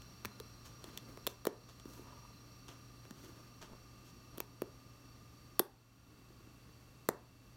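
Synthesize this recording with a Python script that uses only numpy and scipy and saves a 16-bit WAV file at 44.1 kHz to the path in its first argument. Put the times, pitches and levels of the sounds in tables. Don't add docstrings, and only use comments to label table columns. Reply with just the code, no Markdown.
import sys
import numpy as np
from scipy import signal
from scipy.fft import rfft, irfft, next_fast_len
from scipy.io import wavfile
from scipy.ndimage import uniform_filter1d

SR = 44100
rng = np.random.default_rng(int(sys.argv[2]) if len(sys.argv) > 2 else 0)


def inscribe(sig):
    pcm = np.round(np.clip(np.atleast_2d(sig).T, -1, 1) * 32767)
    wavfile.write(sys.argv[1], SR, pcm.astype(np.int16))


N = 333396
TIME = np.arange(N) / SR
CONTACT_TIME = np.arange(-64, 448) / SR


def clicks():
    # start in seconds, cloth pitch in Hz, cloth level in dB, breadth, hoop level in dB,
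    # cancelled band in Hz, needle pitch in Hz, needle level in dB, tick pitch in Hz, tick level in dB,
    # skid fade in seconds. Levels in all tables are relative.
    contacts = [(0.2491, 410, -48, 1.5, -47, 782, 1530, -44.5, 12500, -54, 0.0009),
                (0.2551, 192, -46.5, 0.9, -53.5, 760, 2170, -43.5, 12000, -49, 0.0011),
                (0.4009, 444, -47, 0.46, -55, 782, 4500, -52, 11000, -58, 0.00068),
                (0.9755, 398, -60, 0.6, -63, 782, 3385, -44, 7950, -48, 0.00025),
                (1.268, 520, -46.5, 1.7, -42, 850, 3380, -39.5, 11800, -35.5, 0.0003),
                (1.273, 467, -38.5, 1, -59, 840, 3670, -37.5, 13500, -41, 0.00064),
                (1.4534, 442, -42, 1.1, -41, 782, 4160, -48, 13200, -41.5, 0.00067),
                (1.469, 430, -56, 1.2, -58, 782, 3040, -44, 14100, -39, 0.00082),
                (1.47, 438, -26, 1.22, -37, 785, 3000, -43, 14400, -53, 0.00076),
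                (4.376, 300, -58, 1.2, -68, 782, 3400, -66, 14000, -58, 0.0003),
                (4.3813, 288, -46, 1.2, -56, 782, 3370, -55, 13100, -49.5, 0.00046),
                (4.4037, 324, -44, 1.4, -48.5, 770, 2500, -45, 14300, -37.5, 0.0003),
                (4.6197, 370, -33, 1.07, -45.5, 782, 2320, -53.5, 11800, -48, 0.00042),
                (5.5947, 565, -38, 0.77, -31.5, 713, 3400, -36, 12000, -23.5, 0.00036),
                (5.5973, 373, -29, 0.74, -38.5, 710, 3360, -44.5, 12000, -38, 0.00091),
                (7.089, 457, -27.5, 1.18, -35.5, 796, 1940, -42.5, 7300, -35, 0.0006)]
    # multiple of the tick pitch, level in dB.
    steel_spectrum = [(.04, -55), (.17, -29.5), (.4, -8.5), (.6, -15), (.8, -3.5), (.92, -3.5), (1, 3.5),
                      (1.08, -6.5), (1.18, -1), (1.32, -2.5), (1.9, -1)]
    out = np.zeros(N)
    for (start, cloth_hz, cloth_db, breadth, hoop_db, notch_hz,
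         needle_hz, needle_db, tick_hz, tick_db, skid_s) in contacts:
        force = skid(slip_share=1.1, fade_s=skid_s)
        tick = np.convolve(force, ring(pitched(steel_spectrum, tick_hz), ripple_db=1.2))
        add(out, start + CONTACT_TIME[0], amp(tick_db) * unit_blow(tick))
        for at, part in needle_hoop_cloth(start, cloth_hz, cloth_db, needle_hz, needle_db,
                                          hoop_db, breadth):
            add(out, at, hollowed(part, notch_hz))
    return out


def pricks():
    # start in seconds, cloth pitch in Hz, cloth level in dB, needle level in dB,
    # needle pitch in Hz.
    soft_contacts = [(0.02, 400, -75, -61, 3000), (0.261, 99, -49.5, -80, 1800),
                     (0.8418, 420, -52.5, -52, 3300), (1.174, 416, -50.5, -59.5, 2000),
                     (1.7988, 400, -64, -59.5, 3170), (1.8556, 310, -46, -71, 1800),
                     (1.978, 258, -59, -78, 1800), (1.994, 360, -52, -83, 1800),
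                     (2.6832, 404, -79, -57.5, 2830), (3.053, 400, -59, -65, 1600),
                     (3.109, 252, -46.5, -59.5, 3230), (3.262, 330, -58.5, -77, 3170),
                     (3.294, 306, -55, -83, 1800), (3.6174, 400, -78, -61, 2600),
                     (6.304, 320, -58, -83, 1800), (6.406, 317, -61, -79, 1800),
                     (6.472, 298, -58.5, -80, 1810), (6.692, 380, -65, -77, 1800)]
    out = np.zeros(N)
    for start, cloth_hz, cloth_db, needle_db, needle_hz in soft_contacts:
        hoop_db = 0.62 * cloth_db + 0.38 * needle_db - 5
        for at, part in needle_hoop_cloth(start, cloth_hz, cloth_db, needle_hz, needle_db, hoop_db):
            add(out, at, hollowed(part))
    return out


def needle_hoop_cloth(start, cloth_hz, cloth_db, needle_hz, needle_db, hoop_db, breadth=1):
    # multiple of its pitch, level in dB.
    needle_spectrum = [(.2, -12.5), (.62, -10.5), (.82, -6), (1, 0), (1.2, -5.5), (1.45, -10), (1.8, -9),
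                       (2.3, -8.5), (3.6, -17), (5, -24)]
    # frequency in Hz, level in dB.
    hoop_spectrum = [(60, -58), (300, -12), (600, -0.5), (950, 4.5), (1300, 2.5), (1550, -4), (1850, -2),
                     (2200, -19.5), (5000, -19.5)]
    # multiple of its pitch, level in dB.
    cloth_spectrum = [(.05, -40), (.3, -11.5), (.45, -7), (.72, 1), (1, 6.5), (1.25, 1.5), (1.55, -5),
                      (1.95, -17.5), (4, -51.5), (12, -86)]
    force = skid(slip_share=1.36, fade_s=0.00097)
    needle = np.convolve(force, ring(pitched(needle_spectrum, needle_hz), ripple_db=3.1))
    hoop = ring(hoop_spectrum, ripple_db=3.0)
    cloth = ring(pitched(cloth_spectrum, cloth_hz, breadth), ripple_db=3.1)
    return [(start + CONTACT_TIME[0], amp(needle_db) * unit_blow(needle)),
            (start, amp(hoop_db) * unit_blow(hoop)),
            (start + 0.00028, amp(cloth_db) * unit_blow(cloth))]


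def skid(slip_share, fade_s):
    t = CONTACT_TIME
    slips = rng.standard_normal(len(t)) * np.exp(-abs(t) / fade_s) * (t > 0)
    spectrum = rfft((t == 0) + slip_share * slips / np.linalg.norm(slips))
    return irfft(spectrum / np.sqrt(abs(spectrum) ** 2 + .1))


def ring(spectrum, ripple_db, size=2048):
    hz = np.fft.rfftfreq(size, 1 / SR)
    ripple = uniform_filter1d(rng.standard_normal(len(hz)), size=18)
    ripple = unit_rms(uniform_filter1d(ripple, size=12))
    log_gain = np.log(amp(look_up(spectrum, hz) + ripple_db * ripple))
    mirrored = np.concatenate([log_gain, log_gain[-2:0:-1]])
    with_phase = np.exp(np.conj(signal.hilbert(mirrored)))
    return np.fft.ifft(with_phase).real


def rubbing(size=32768):
    # start in seconds, level in dB,
    # brightness in dB per octave, low rustle compared with the scratch in dB.
    scrapes = [(0.646, -64.5, 6, -23), (1.285, -64.5, 9, -13), (1.68, -65.5, 4, -14),
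               (2.678, -59.5, 2, -10), (3.61, -59.5, 1.6, -11)]
    # start in seconds,
    # length in seconds, then level, brightness and rustle as above.
    slides = [(0.761, 0.27, -70.5, 1.5, 1.5), (0.997, 0.23, -70.5, -10, 4), (1.843, 0.21, -71.5, 10.5, 6),
              (2.0, 0.22, -68.5, -2.5, -17), (3.128, 0.22, -71, 6, 4), (3.297, 0.23, -73.5, 0.5, 0.5),
              (3.664, 0.13, -65, -11, -20), (4.021, 0.12, -75.5, 8, -7), (4.322, 0.063, -68, -5, -20),
              (6.049, 0.19, -79.5, -7, 7)]
    rise_s, fade_s = 0.01, 0.039
    out, t = np.zeros(N), np.arange(size) / SR
    flick = np.minimum(t / rise_s, 1) * np.exp(-np.maximum(t - rise_s, 0) / fade_s)
    for start, db, tilt_db, rustle_db in scrapes:
        add(out, start, amp(db) * flick * friction(t, tilt_db, rustle_db))
    for start, length, db, tilt_db, rustle_db in slides:
        add(out, start, amp(db) * arch(t, length) * friction(t, tilt_db, rustle_db))
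    return out


def friction(t, tilt_db, rustle_db):
    # frequency in Hz, level in dB.
    scratch_spectrum = [(200, 4.5), (600, 6), (1100, 6), (1500, 0.5), (2100, -6.5), (3200, -2.5),
                        (4500, -10), (6200, -7), (8000, -17), (10500, -24.5), (13000, -20.5),
                        (16000, -31.5)]
    rustle_spectrum = [(50, -12), (150, -9), (300, -2), (450, -10), (750, -19.5), (1500, -21.5),
                       (4000, -32.5)]
    size, knots = len(t), t[::700]
    grip = np.interp(t, knots, rng.standard_normal(len(knots)))
    catches = rng.random(size) < 3500 / SR
    catch_db = 2.6 * np.minimum(rng.exponential(1, size), 5)
    grains = rng.standard_normal(size) * (catches * amp(catch_db) + 0.38)
    scratch = amp(1.3 * grip) * coloured(grains, scratch_spectrum, tilt_db)
    rustle = amp(rustle_db + 2.8 * grip) * coloured(rng.standard_normal(size), rustle_spectrum)
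    return scratch + rustle


def rasping(slips_per_s=300, size=16384):
    # start in seconds, length in seconds, level in dB.
    strokes = [(1.845, 0.36, -73), (2.019, 0.36, -72)]
    # frequency in Hz, level in dB.
    rasp_spectrum = [(300, -26), (800, -13), (975, 7), (1070, -14), (1180, 7), (1300, -15), (2500, -34)]
    out, t = np.zeros(N), np.arange(size) / SR
    for start, length, db in strokes:
        slips = rng.standard_normal(size) * (rng.random(size) < slips_per_s / SR)
        add(out, start, amp(db) * arch(t, length) * coloured(slips, rasp_spectrum))
    return out


def hollowed(x, hz=782, width_hz=120):
    return x - signal.lfilter(*signal.iirpeak(hz, hz / width_hz, SR), x)


def room_echo(x, level_db, echoes_per_s=4000, size=22050):
    # frequency in Hz, seconds to fade by 60 dB.
    fade_times = [(150, 0.35), (450, 0.34), (750, 0.38), (1200, 0.53), (2400, 0.3), (4000, 0.28),
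                  (8000, 0.23), (15000, 0.24)]
    # frequency in Hz, level in dB.
    echo_spectrum = [(100, 6), (300, 5), (450, -2), (600, 7), (800, 7.5), (1200, -1.5), (1700, 0),
                     (2400, 0.5), (3400, -0.5), (6000, -0.5), (12000, -6), (16000, -14.5)]
    echoes = rng.choice([-1., 1.], size) * (rng.random(size) < echoes_per_s / SR)
    hz, t, bands = signal.stft(echoes, SR, nperseg=256)
    bands *= amp(look_up(echo_spectrum, hz)[:, None] - 60 * t / look_up(fade_times, hz)[:, None])
    tail = signal.istft(bands, SR, nperseg=256)[1]
    tail *= np.clip((np.arange(len(tail)) / SR - 0.003) / 0.002, 0, 1)
    return amp(level_db) * signal.fftconvolve(x, tail / np.linalg.norm(tail))[:N]


def background(sink_db_per_s=0.42):
    # frequency in Hz, level in dB.
    air_spectrum = [(20, -17.5), (35, -7), (55, 2), (90, -3), (180, -5), (280, -6), (380, -12),
                    (800, -18.5), (2000, -23), (4500, -25.5), (6500, -27), (10500, -33.5), (13000, -29),
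                    (16000, -36.5)]
    # pitch in Hz, width in Hz, first and last level
    # in dB before sinking and easing, dB lost when the whine eases (below zero is a gain).
    tones = [(119.2, 0.57, -63, -62, 1), (271.2, 12.38, -79, -70.5, 5), (1111, 13.2, -79, -80, -2),
             (1189.5, 3.66, -75, -73.5, 5.5), (1219, 3.74, -78, -75, 7.5), (1400, 60, -78.5, -99, -10),
             (2687, 9.6, -78.5, -79, -1), (4123, 52, -75, -96.5, -2), (4500, 14, -77.5, -77.5, 1),
             (4600, 45, -78, -83.5, 2.5), (5470, 17, -78, -82.5, 7.5), (5710, 31, -76, -87, 7),
             (5742, 14.2, -75, -81, 1)]
    air = amp(-60.5) * coloured(rng.standard_normal(next_fast_len(N)), air_spectrum)[:N]
    hum_and_whine = sum(wavering_tone(*row) for row in tones)
    return (air + hum_and_whine) * amp(1.5 - sink_db_per_s * TIME)


def wavering_tone(hz, width_hz, first_db, last_db, eased_db, step=100):
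    motor_hz, throb_db, flutter_db, flutter_s = 27.3, 3, 2, 0.025
    knots = TIME[::step]
    wander = np.cumsum(rng.standard_normal(len(knots))) * np.sqrt(2 * np.pi * width_hz * step / SR)
    flutter = unit_rms(smoothed(rng.standard_normal(len(knots)), flutter_s, rate=SR / step))
    turn = 2 * np.pi * (motor_hz * knots + rng.random())
    throb = np.sin(turn) + 0.93 * np.sin(2 * turn)
    depth = min(width_hz / 5, 1)
    swing_db = depth * np.interp(TIME, knots, flutter_db * flutter + throb_db * throb)
    eased = np.clip((TIME - 5.62) / 0.1, 0, 1)
    strength = np.linspace(amp(first_db), amp(last_db), N) * amp(swing_db - eased_db * eased)
    return np.sqrt(2) * strength * np.sin(2 * np.pi * hz * TIME + np.interp(TIME, knots, wander))


def amp(db):
    return 10 ** (np.asarray(db) / 20)


def unit_rms(x):
    return x / np.sqrt(np.mean(x ** 2) + 1e-30)


def unit_blow(x):
    return x * np.sqrt(.005 * SR / (np.sum(x ** 2) + 1e-30))


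def look_up(table, hz):
    row_hz, values = np.transpose(table)
    return np.interp(np.log(hz + 1), np.log(row_hz + 1), values)


def pitched(multiples, hz, breadth=1):
    return [(multiple ** breadth * hz, db) for multiple, db in multiples]


def coloured(noise, spectrum, tilt_db=0):
    hz = np.fft.rfftfreq(len(noise), 1 / SR)
    gain = amp(look_up(spectrum, hz) + tilt_db * np.log2(1 + hz / 1000))
    return unit_rms(irfft(rfft(noise) * gain, len(noise)))


def arch(t, length):
    return np.sin(np.pi * np.minimum(t / length, 1))


def smoothed(x, seconds, rate=SR):
    kept = np.exp(-1 / (seconds * rate))
    return signal.lfilter([1 - kept], [1, -kept], x)


def add(mix, start, sound):
    part = mix[max(round(start * SR), 0):][:len(sound)]
    part += sound[:len(part)]


def scene():
    hands = amp(2.5) * (clicks() + pricks()) + amp(7.0) * hollowed(rubbing() + rasping())
    return (hands + room_echo(hands, level_db=-19.0) + background())[None]


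def record(dry):
    threshold_db, cut_per_db, recovery_db_per_s = -55.5, 0.4067, 17.5
    treble_hz, top_hz = 4000, 16450
    treble = signal.lfilter(*signal.butter(1, treble_hz, "high", fs=SR), dry[0])
    level_db = 10 * np.log10(smoothed(treble ** 2, seconds=0.13) + 1e-12)
    cut_db = cut_per_db * np.maximum(level_db - threshold_db, 0)
    recovery_db = recovery_db_per_s * TIME
    held_db = np.maximum.accumulate(cut_db + recovery_db) - recovery_db
    turned_down = dry * amp(-smoothed(held_db, seconds=0.091))
    low_pass = signal.firwin(301, top_hz, window=("kaiser", 8), fs=SR)
    return signal.oaconvolve(turned_down, low_pass[None], "same")


dry = scene()
out = record(dry)
inscribe(out)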